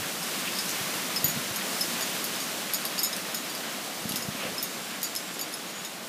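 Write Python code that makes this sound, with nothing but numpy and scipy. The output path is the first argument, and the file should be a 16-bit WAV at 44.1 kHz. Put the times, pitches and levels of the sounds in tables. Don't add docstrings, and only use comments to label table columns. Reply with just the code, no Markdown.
import sys
import numpy as np
from scipy import signal
from scipy.fft import rfft, irfft, next_fast_len
from scipy.io import wavfile

SR = 44100
rng = np.random.default_rng(int(sys.argv[2]) if len(sys.argv) > 2 else 0)


def store_pcm(level_fs):
    pcm = np.round(np.clip(level_fs, -1, 1) * 32767).astype(np.int16)
    wavfile.write(sys.argv[1], SR, np.atleast_2d(pcm).T)


N = 268436


def from_db(db):
    return 10 ** (np.asarray(db) / 20)


def rms_one(x):
    return x / np.sqrt(np.mean(x ** 2) + 1e-20)


def in_time(rows):
    s, *columns = np.transpose(rows)
    return [np.interp(np.arange(N) / SR, s, c) for c in columns]


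def drift(corner_hz):
    step = 40
    r = np.exp(-2 * np.pi * corner_hz * step / SR)
    white = rng.standard_normal(N // step + 2002)
    slow = signal.lfilter([1], [1, -2 * r, r * r], white)[2000:]
    return np.interp(np.arange(N) / step, np.arange(len(slow)), rms_one(slow))


def swell(s, half_s):
    return np.exp(-.5 * ((np.arange(N) / SR - s) / half_s) ** 2)


def coloured(x, spectrum):
    hz, db = np.transpose(spectrum)
    size = next_fast_len(N)
    bins = np.maximum(np.fft.rfftfreq(size, 1 / SR), 1)
    gain = from_db(np.interp(np.log(bins), np.log(hz), db))
    return rms_one(irfft(rfft(x, size) * gain, size)[:N])


def noise(spectrum):
    return coloured(rng.standard_normal(N), spectrum)


def clicks(times, sizes):
    samples = np.clip(np.round(times * SR).astype(int), 0, N - 1)
    return np.bincount(samples, sizes, N)


def resonate(x, hz, t60):
    r, w = from_db(-60 / (t60 * SR)), 2 * np.pi * hz / SR
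    return signal.lfilter([0, np.sin(w)], [1, -2 * r * np.cos(w), r * r], x + 1e-18)


# frequency in Hz, relative density in dB per Hz.
LEAF_COLOUR = [(1500, -22), (3000, -0.5), (4000, 3.5), (5000, 4.5), (6500, 3.5), (8000, 2), (10000, 0.5),
               (12000, -0.5), (14000, -1.5), (16000, -6)]


def leaves(hiss_db, slaps_per_s=2500, spread_db=4.0, slap_db=-10, bright_hz=11000, brightening=.35):
    gust_db = hiss_db - hiss_db.mean()
    rate = slaps_per_s * from_db(gust_db)
    loudness_db = spread_db * np.minimum(rng.exponential(1, N), 5)
    sizes = from_db(loudness_db) * rng.choice([-1, 1], N)
    slaps = rms_one(sizes * (rng.random(N) < rate / SR))
    rustle = coloured(rng.standard_normal(N) + from_db(slap_db) * slaps, LEAF_COLOUR)
    dull = signal.sosfilt(signal.butter(1, bright_hz, fs=SR, output="sos"), rustle)
    treble = (rustle - dull) * from_db(brightening * gust_db)
    flutter_db = .35 * drift(12)
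    return (dull + treble) * from_db(hiss_db + flutter_db)


# time in seconds, strength in dB.
WIND_STRENGTH = [(0.0, -37.5), (0.93, -36.5), (1.47, -37.5), (1.83, -36), (3.05, -39), (3.59, -39.5),
                 (4.46, -40), (4.86, -40.5), (5.41, -41.5), (6.09, -42.5)]
# frequency in Hz, relative density in dB per Hz.
DRONE_COLOUR = [(30, -49), (45, -45), (70, -28), (100, -15), (140, -7), (185, 3), (240, 1), (320, -1),
                (430, -7.5), (650, -12.5), (2000, -59)]
ROAR_COLOUR = [(60, -49), (200, -22), (320, -7), (450, -4), (650, -1.4), (800, -4), (1000, -9.5),
               (1500, -13.5), (3000, -56)]
RUSH_COLOUR = [(300, -37), (650, -4.5), (850, -6.5), (1050, 0.5), (1300, 0), (2000, 0), (3000, -1.05),
               (3800, -3.5), (5000, -11.5), (7000, -30), (12000, -31)]
DRONE_DB, DRONE_FOLLOWS = -44, 0.98
ROAR_DB, ROAR_FOLLOWS = -44, 0.59
RUSH_DB, RUSH_FOLLOWS = -38.5, 1.1
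HISS_DB, HISS_FOLLOWS = -37.6, 1.2


def trees(sway_db=1.15, flurry_db=0.8):
    wind_db, = in_time(WIND_STRENGTH)
    gust_db = wind_db - wind_db.mean()
    drone_db = DRONE_DB + DRONE_FOLLOWS * gust_db
    roar_db = ROAR_DB + ROAR_FOLLOWS * gust_db + sway_db * drift(4.7)
    rush_db = RUSH_DB + RUSH_FOLLOWS * gust_db + flurry_db * drift(7.7)
    drone = noise(DRONE_COLOUR) * from_db(drone_db)
    roar = noise(ROAR_COLOUR) * from_db(roar_db)
    rush = noise(RUSH_COLOUR) * from_db(rush_db)
    return drone + roar + rush + leaves(HISS_DB + HISS_FOLLOWS * gust_db)


# time of the swell's top in seconds, half length in seconds,
# centre in Hz, half width of the flat band in octaves, level at the top in dB before the flapping.
SWISHES = [(0.478, 0.02, 2720, 0.28, -35.5), (0.71, 0.022, 6300, 0.3, -37), (4.439, 0.05, 1860, 0.73, -37),
           (4.445, 0.038, 580, 0.25, -42.5)]


def swishes(skirt_db=-24, flap_db=1.5):
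    out = 0
    for s, half_s, hz, octaves, db in SWISHES:
        edges = hz * 2 ** (octaves * np.array([-4, -2, -1, 1, 2, 4]))
        band = np.column_stack([edges, [2 * skirt_db, skirt_db / 2, 0, 0, skirt_db, 2 * skirt_db]])
        ragged = noise(band) * from_db(db + flap_db * drift(120))
        out = out + ragged * swell(s, half_s)
    return out


RING_NOTE, HOOK_NOTE, HOOK_LOW_NOTE, LESSER, OVERTONE, HIGHEST = range(6)
# frequency in Hz, relative level within the family in dB,
# typical 60 dB decay in seconds, family.
RING = [(3660, -5, .13, LESSER), (3880, -6, .12, LESSER), (4900, -7, .04, RING_NOTE),
        (5180, 0, .118, RING_NOTE), (5250, -7, .05, RING_NOTE), (8912, -1, .13, LESSER),
        (11015, 1, .09, OVERTONE), (11180, -8, .06, OVERTONE), (11360, -1, .08, OVERTONE),
        (14160, -6, .045, HIGHEST), (14520, -2, .05, HIGHEST)]
HOOK = [(4698, 0, .155, HOOK_LOW_NOTE), (6590, 1, .13, LESSER), (6860, 0, .145, HOOK_NOTE),
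        (9020, -3, .11, LESSER), (11450, -5, .06, OVERTONE), (11922, 2, .07, OVERTONE),
        (14490, -1, .065, HIGHEST), (14720, -2, .045, HIGHEST)]
# start in seconds, then levels in dB before gain_db
# overtones, then the frequency in Hz of the overtones that the point of contact favours.
CLINKS = [(0.229, -34, -47, -48, -43, -36, -54, 11350), (0.552, -35, -52, -44, -45, -41, -56, 11640),
          (0.587, -27, -47, -35, -33, -34, -44, 11340), (1.161, -23, -49, -36, -40, -35, -33, 11560),
          (1.174, -30, -56, -42, -56, -56, -40, 11050), (1.243, -44, -25.5, -34, -31, -16, -25, 11830),
          (1.28, -39, -29, -43, -36, -29, -23, 11720), (1.298, -56, -29.5, -56, -39, -35, -37, 11600),
          (1.56, -37, -48, -48, -35, -30, -33, 11620), (1.745, -36, -56, -56, -56, -56, -56, 11460),
          (1.809, -20, -48, -41, -40, -27, -41, 11100), (2.009, -33, -39, -37, -40, -34, -35, 11440),
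          (2.025, -56, -31.5, -34, -36, -41, -43, 11140), (2.242, -37, -44, -38, -40, -28, -28, 11150),
          (2.36, -36, -56, -51, -56, -56, -43, 11390), (2.402, -50, -37, -36, -38, -41, -47, 11630),
          (2.736, -34, -43, -38, -32, -23, -34, 11560), (2.744, -38, -31, -39, -34, -27, -36, 11790),
          (2.852, -35, -50, -36, -36, -28, -37, 11500), (2.98, -40, -35, -31.5, -37, -40, -41, 11410),
          (2.991, -27.5, -56, -37, -36, -26.5, -45, 11400), (3.0326, -26, -28, -42, -28, -24, -26, 11720),
          (3.047, -29, -29, -40, -32, -25, -30, 11650), (3.129, -30, -49, -53, -34, -37, -45, 11350),
          (3.344, -30.5, -36, -48, -34.5, -30, -28, 11500), (3.372, -56, -35, -54, -40, -42, -56, 11540),
          (3.443, -37, -56, -56, -51, -41, -51, 11430), (3.497, -56, -40, -38, -46, -41, -42, 11250),
          (3.55, -37, -51, -39, -46, -37, -50, 11570), (4.092, -46, -50, -40, -37, -30, -36, 11290),
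          (4.16, -31, -41, -40, -39, -40, -28, 11280), (4.17, -33, -44, -56, -42, -38, -37, 11230),
          (4.223, -33, -39, -51, -43, -41, -39, 11260), (4.581, -27, -56, -51, -56, -35, -56, 11310),
          (4.599, -35, -56, -56, -56, -43, -56, 11280), (4.627, -37, -45, -46, -34, -28, -23, 11240),
          (4.641, -40, -56, -56, -34, -36, -56, 11570), (5.031, -44, -41, -38, -41, -29, -26, 11700),
          (5.043, -50, -30.5, -37, -41, -56, -36, 11920), (5.162, -27.5, -38, -41, -41, -30, -42, 11240),
          (5.341, -47, -46, -56, -49, -39, -46, 11250), (5.393, -34, -40, -49, -41, -33, -45, 11500),
          (5.412, -47, -33, -33.5, -42, -30, -37, 11390), (5.525, -47, -52, -47, -47, -41, -45, 11380),
          (5.539, -32.5, -48, -56, -43, -34, -55, 11100), (5.848, -38, -40, -55, -36, -37, -44, 11470)]
FAVOURED_WIDTH_HZ = 260


def clinks(gain_db=1.7, uneven_db=3.5, detune=0.0026, rebound_db=-15, contact_s=.00009, grip_spread=0.11):
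    hz, mode_db, t60, family = np.transpose(RING + HOOK)
    family = family.astype(int)
    age = np.arange(SR // 4) / SR
    attack = 1 - np.exp(-age / contact_s)
    out = np.zeros(N + SR)
    for s, *family_db, favoured_hz in CLINKS:
        nearness = np.exp(-.5 * ((hz - favoured_hz) / FAVOURED_WIDTH_HZ) ** 2)
        favour = np.where(family == OVERTONE, nearness, 1)
        ring_s = t60 * np.exp(grip_spread * rng.standard_normal(len(hz)))
        decay = attack * from_db(-60 * age / ring_s[:, None])
        touches = s + np.cumsum([0, *rng.uniform(0.0032, 0.018, 2)])
        for bounce, when in enumerate(touches):
            share = favour * from_db(mode_db + uneven_db * rng.standard_normal(len(hz)))
            share = share / np.sqrt(np.bincount(family, share ** 2))[family]
            height = share * from_db(family_db)[family] * from_db(gain_db + bounce * rebound_db)
            pitch = hz * (1 + detune * rng.standard_normal(len(hz)))
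            polarity = rng.choice([-1, 1], len(hz))
            modes = decay * np.sin(2 * np.pi * pitch[:, None] * age)
            start = int(when * SR)
            out[start:start + len(age)] += (polarity * height) @ modes
    return out[:N]


# start in seconds, crack in dB, knock in dB.
TAPS = [(.694, -22, -45), (2.8525, -29, -25), (3.165, -23, -31), (4.1203, -22.5, -20),
        (4.1584, -20.5, -21.5), (5.018, -27, -34), (5.0302, -24, -38), (5.043, -41, -45),
        (5.1517, -22.5, -29), (5.849, -35, -38)]
# frequency in Hz, relative density in dB per Hz.
TAP_COLOUR = [(300, -45), (1200, -25), (2500, -20), (3800, 3.5), (5500, 6.5), (8000, 4), (12000, 4.5),
              (14500, 0), (16000, -8)]
# frequency in Hz, level relative to the knock in dB, 60 dB decay in seconds.
KNOCK_MODES = [(2750, -10.5, 0.017), (3440, -6, 0.015), (3850, -4, 0.012), (4260, -11, 0.013)]
CRACK_DB = 1
CRACK_MAX_DB = -25


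def taps(decay_s=0.00074, scuff_s=0.036, scuff_db=-17):
    tap_s, tap_db, knock_db = np.transpose(TAPS)
    clink_s, *_, overtones_db, _, _ = np.transpose(CLINKS)
    clink_db = np.minimum(overtones_db + CRACK_DB, CRACK_MAX_DB)
    contacts = clicks(tap_s, from_db(tap_db)) + clicks(clink_s, from_db(clink_db)) + 1e-18
    crack = signal.lfilter([1], [1, -np.exp(-1 / (decay_s * SR))], contacts)
    scuff = signal.lfilter([1], [1, -np.exp(-1 / (scuff_s * SR))], contacts)
    blows = clicks(tap_s, from_db(knock_db))
    knock = 0
    for k, (hz, db, t60) in enumerate(KNOCK_MODES):
        knock = knock + (-1) ** k * from_db(db) * resonate(blows, hz, t60)
    return (crack + from_db(scuff_db) * scuff) * noise(TAP_COLOUR) + knock


# start of the hold in seconds, its length in seconds, rumble in dB before the lumps.
PUFFS = [(0.0, 0.022, -41), (.8, .12, -65), (0.96, 0.041, -43), (1.23, 0.17, -44.5), (1.5, 0.018, -53),
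         (4.036, 0.38, -57), (4.508, .015, -47)]
PUFF_ATTACK_S, PUFF_RELEASE_S, CALM_RUMBLE_DB = 0.027, 0.024, -80
# start in seconds, peak in dB, frequency in Hz.
BUFFETS = [(0.807, -34, 160), (0.976, -39, 149), (1.243, -23, 177), (1.37, -26, 194), (1.505, -36, 110),
           (4.018, -39, 220), (4.053, -24.5, 216), (4.107, -28.5, 213), (4.138, -31, 225),
           (4.158, -33, 250), (4.249, -35, 200), (4.284, -23, 201), (4.348, -31, 216), (4.45, -29, 243)]
# frequency in Hz, relative density in dB per Hz.
PORT_COLOUR = [(25, -32), (45, -34), (70, -12), (110, 3), (160, 8.5), (250, -3.5), (400, -17), (1000, -20)]
WAKE_COLOUR = [(50, -45), (110, -12), (170, -3), (230, 5), (310, -3.5), (480, -9), (1000, -32)]
WAKE_DB, WAKE_HALF_S = -22, 0.036


def microphone_wind(cycles=2.8, low_cut_hz=115, lumpy_db=4.0, churn_db=1.5):
    low_cut = signal.butter(3, low_cut_hz, "high", fs=SR, output="sos")
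    t, flow = np.arange(N) / SR, from_db(CALM_RUMBLE_DB)
    for s, length_s, db in PUFFS:
        rise = np.maximum(s - t, 0) / PUFF_ATTACK_S
        fall = np.maximum(t - s - length_s, 0) / PUFF_RELEASE_S
        flow = flow + from_db(db) * np.exp(-rise - fall)
    out = noise(PORT_COLOUR) * flow * from_db(lumpy_db * drift(40))
    churn = noise(WAKE_COLOUR) * from_db(WAKE_DB + churn_db * drift(40))
    for s, db, hz in BUFFETS:
        push = resonate(clicks(np.array([s]), [1]), hz, cycles / hz)
        thump = signal.sosfilt(low_cut, resonate(push, hz, cycles / hz))
        out = out + from_db(db) * (thump / np.abs(thump).max() + churn * swell(s, WAKE_HALF_S))
    return out


# time of the swell's top in seconds, half length in seconds,
# pitch at the top in Hz before the waver, rms level at the top in dB before the falter.
WHISTLES = [(4.801, 0.12, 7620, -53), (5.257, 0.17, 7550, -53), (5.76, .08, 6860, -51)]
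WHISTLE_SAG_HZ = 450


def whistle(waver_hz=150, falter_db=3.5):
    out = 0
    for s, half_s, top_hz, db in WHISTLES:
        speed = swell(s, half_s)
        hz = top_hz - WHISTLE_SAG_HZ * (1 - speed) + waver_hz * drift(117)
        out = out + from_db(db) * speed * np.sin(2 * np.pi * np.cumsum(hz) / SR)
    return np.sqrt(2) * out * from_db(falter_db * drift(24))


def scene():
    mono = trees() + swishes() + clinks() + taps() + microphone_wind() + whistle()
    return np.array([mono, mono])


def gain_control(x, threshold_db=-17, slope=0.058, release_db_per_s=35, attack_s=0.0047):
    peak_db = 20 * np.log10(np.abs(x).max(axis=0) + 1e-9)
    over_db = np.maximum(peak_db - threshold_db, 0)
    ramp = release_db_per_s * np.arange(N) / SR
    held_db = np.maximum.accumulate(slope * over_db + ramp) - ramp
    r = np.exp(-1 / (attack_s * SR))
    return x * from_db(-signal.lfilter([1 - r], [1, -r], held_db))


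CUTOFF_HZ = 15300


def record(dry):
    top_cut = signal.ellip(12, .1, 80, CUTOFF_HZ, fs=SR, output="sos")
    return signal.sosfilt(top_cut, gain_control(dry))


dry = scene()
out = record(dry)
store_pcm(out)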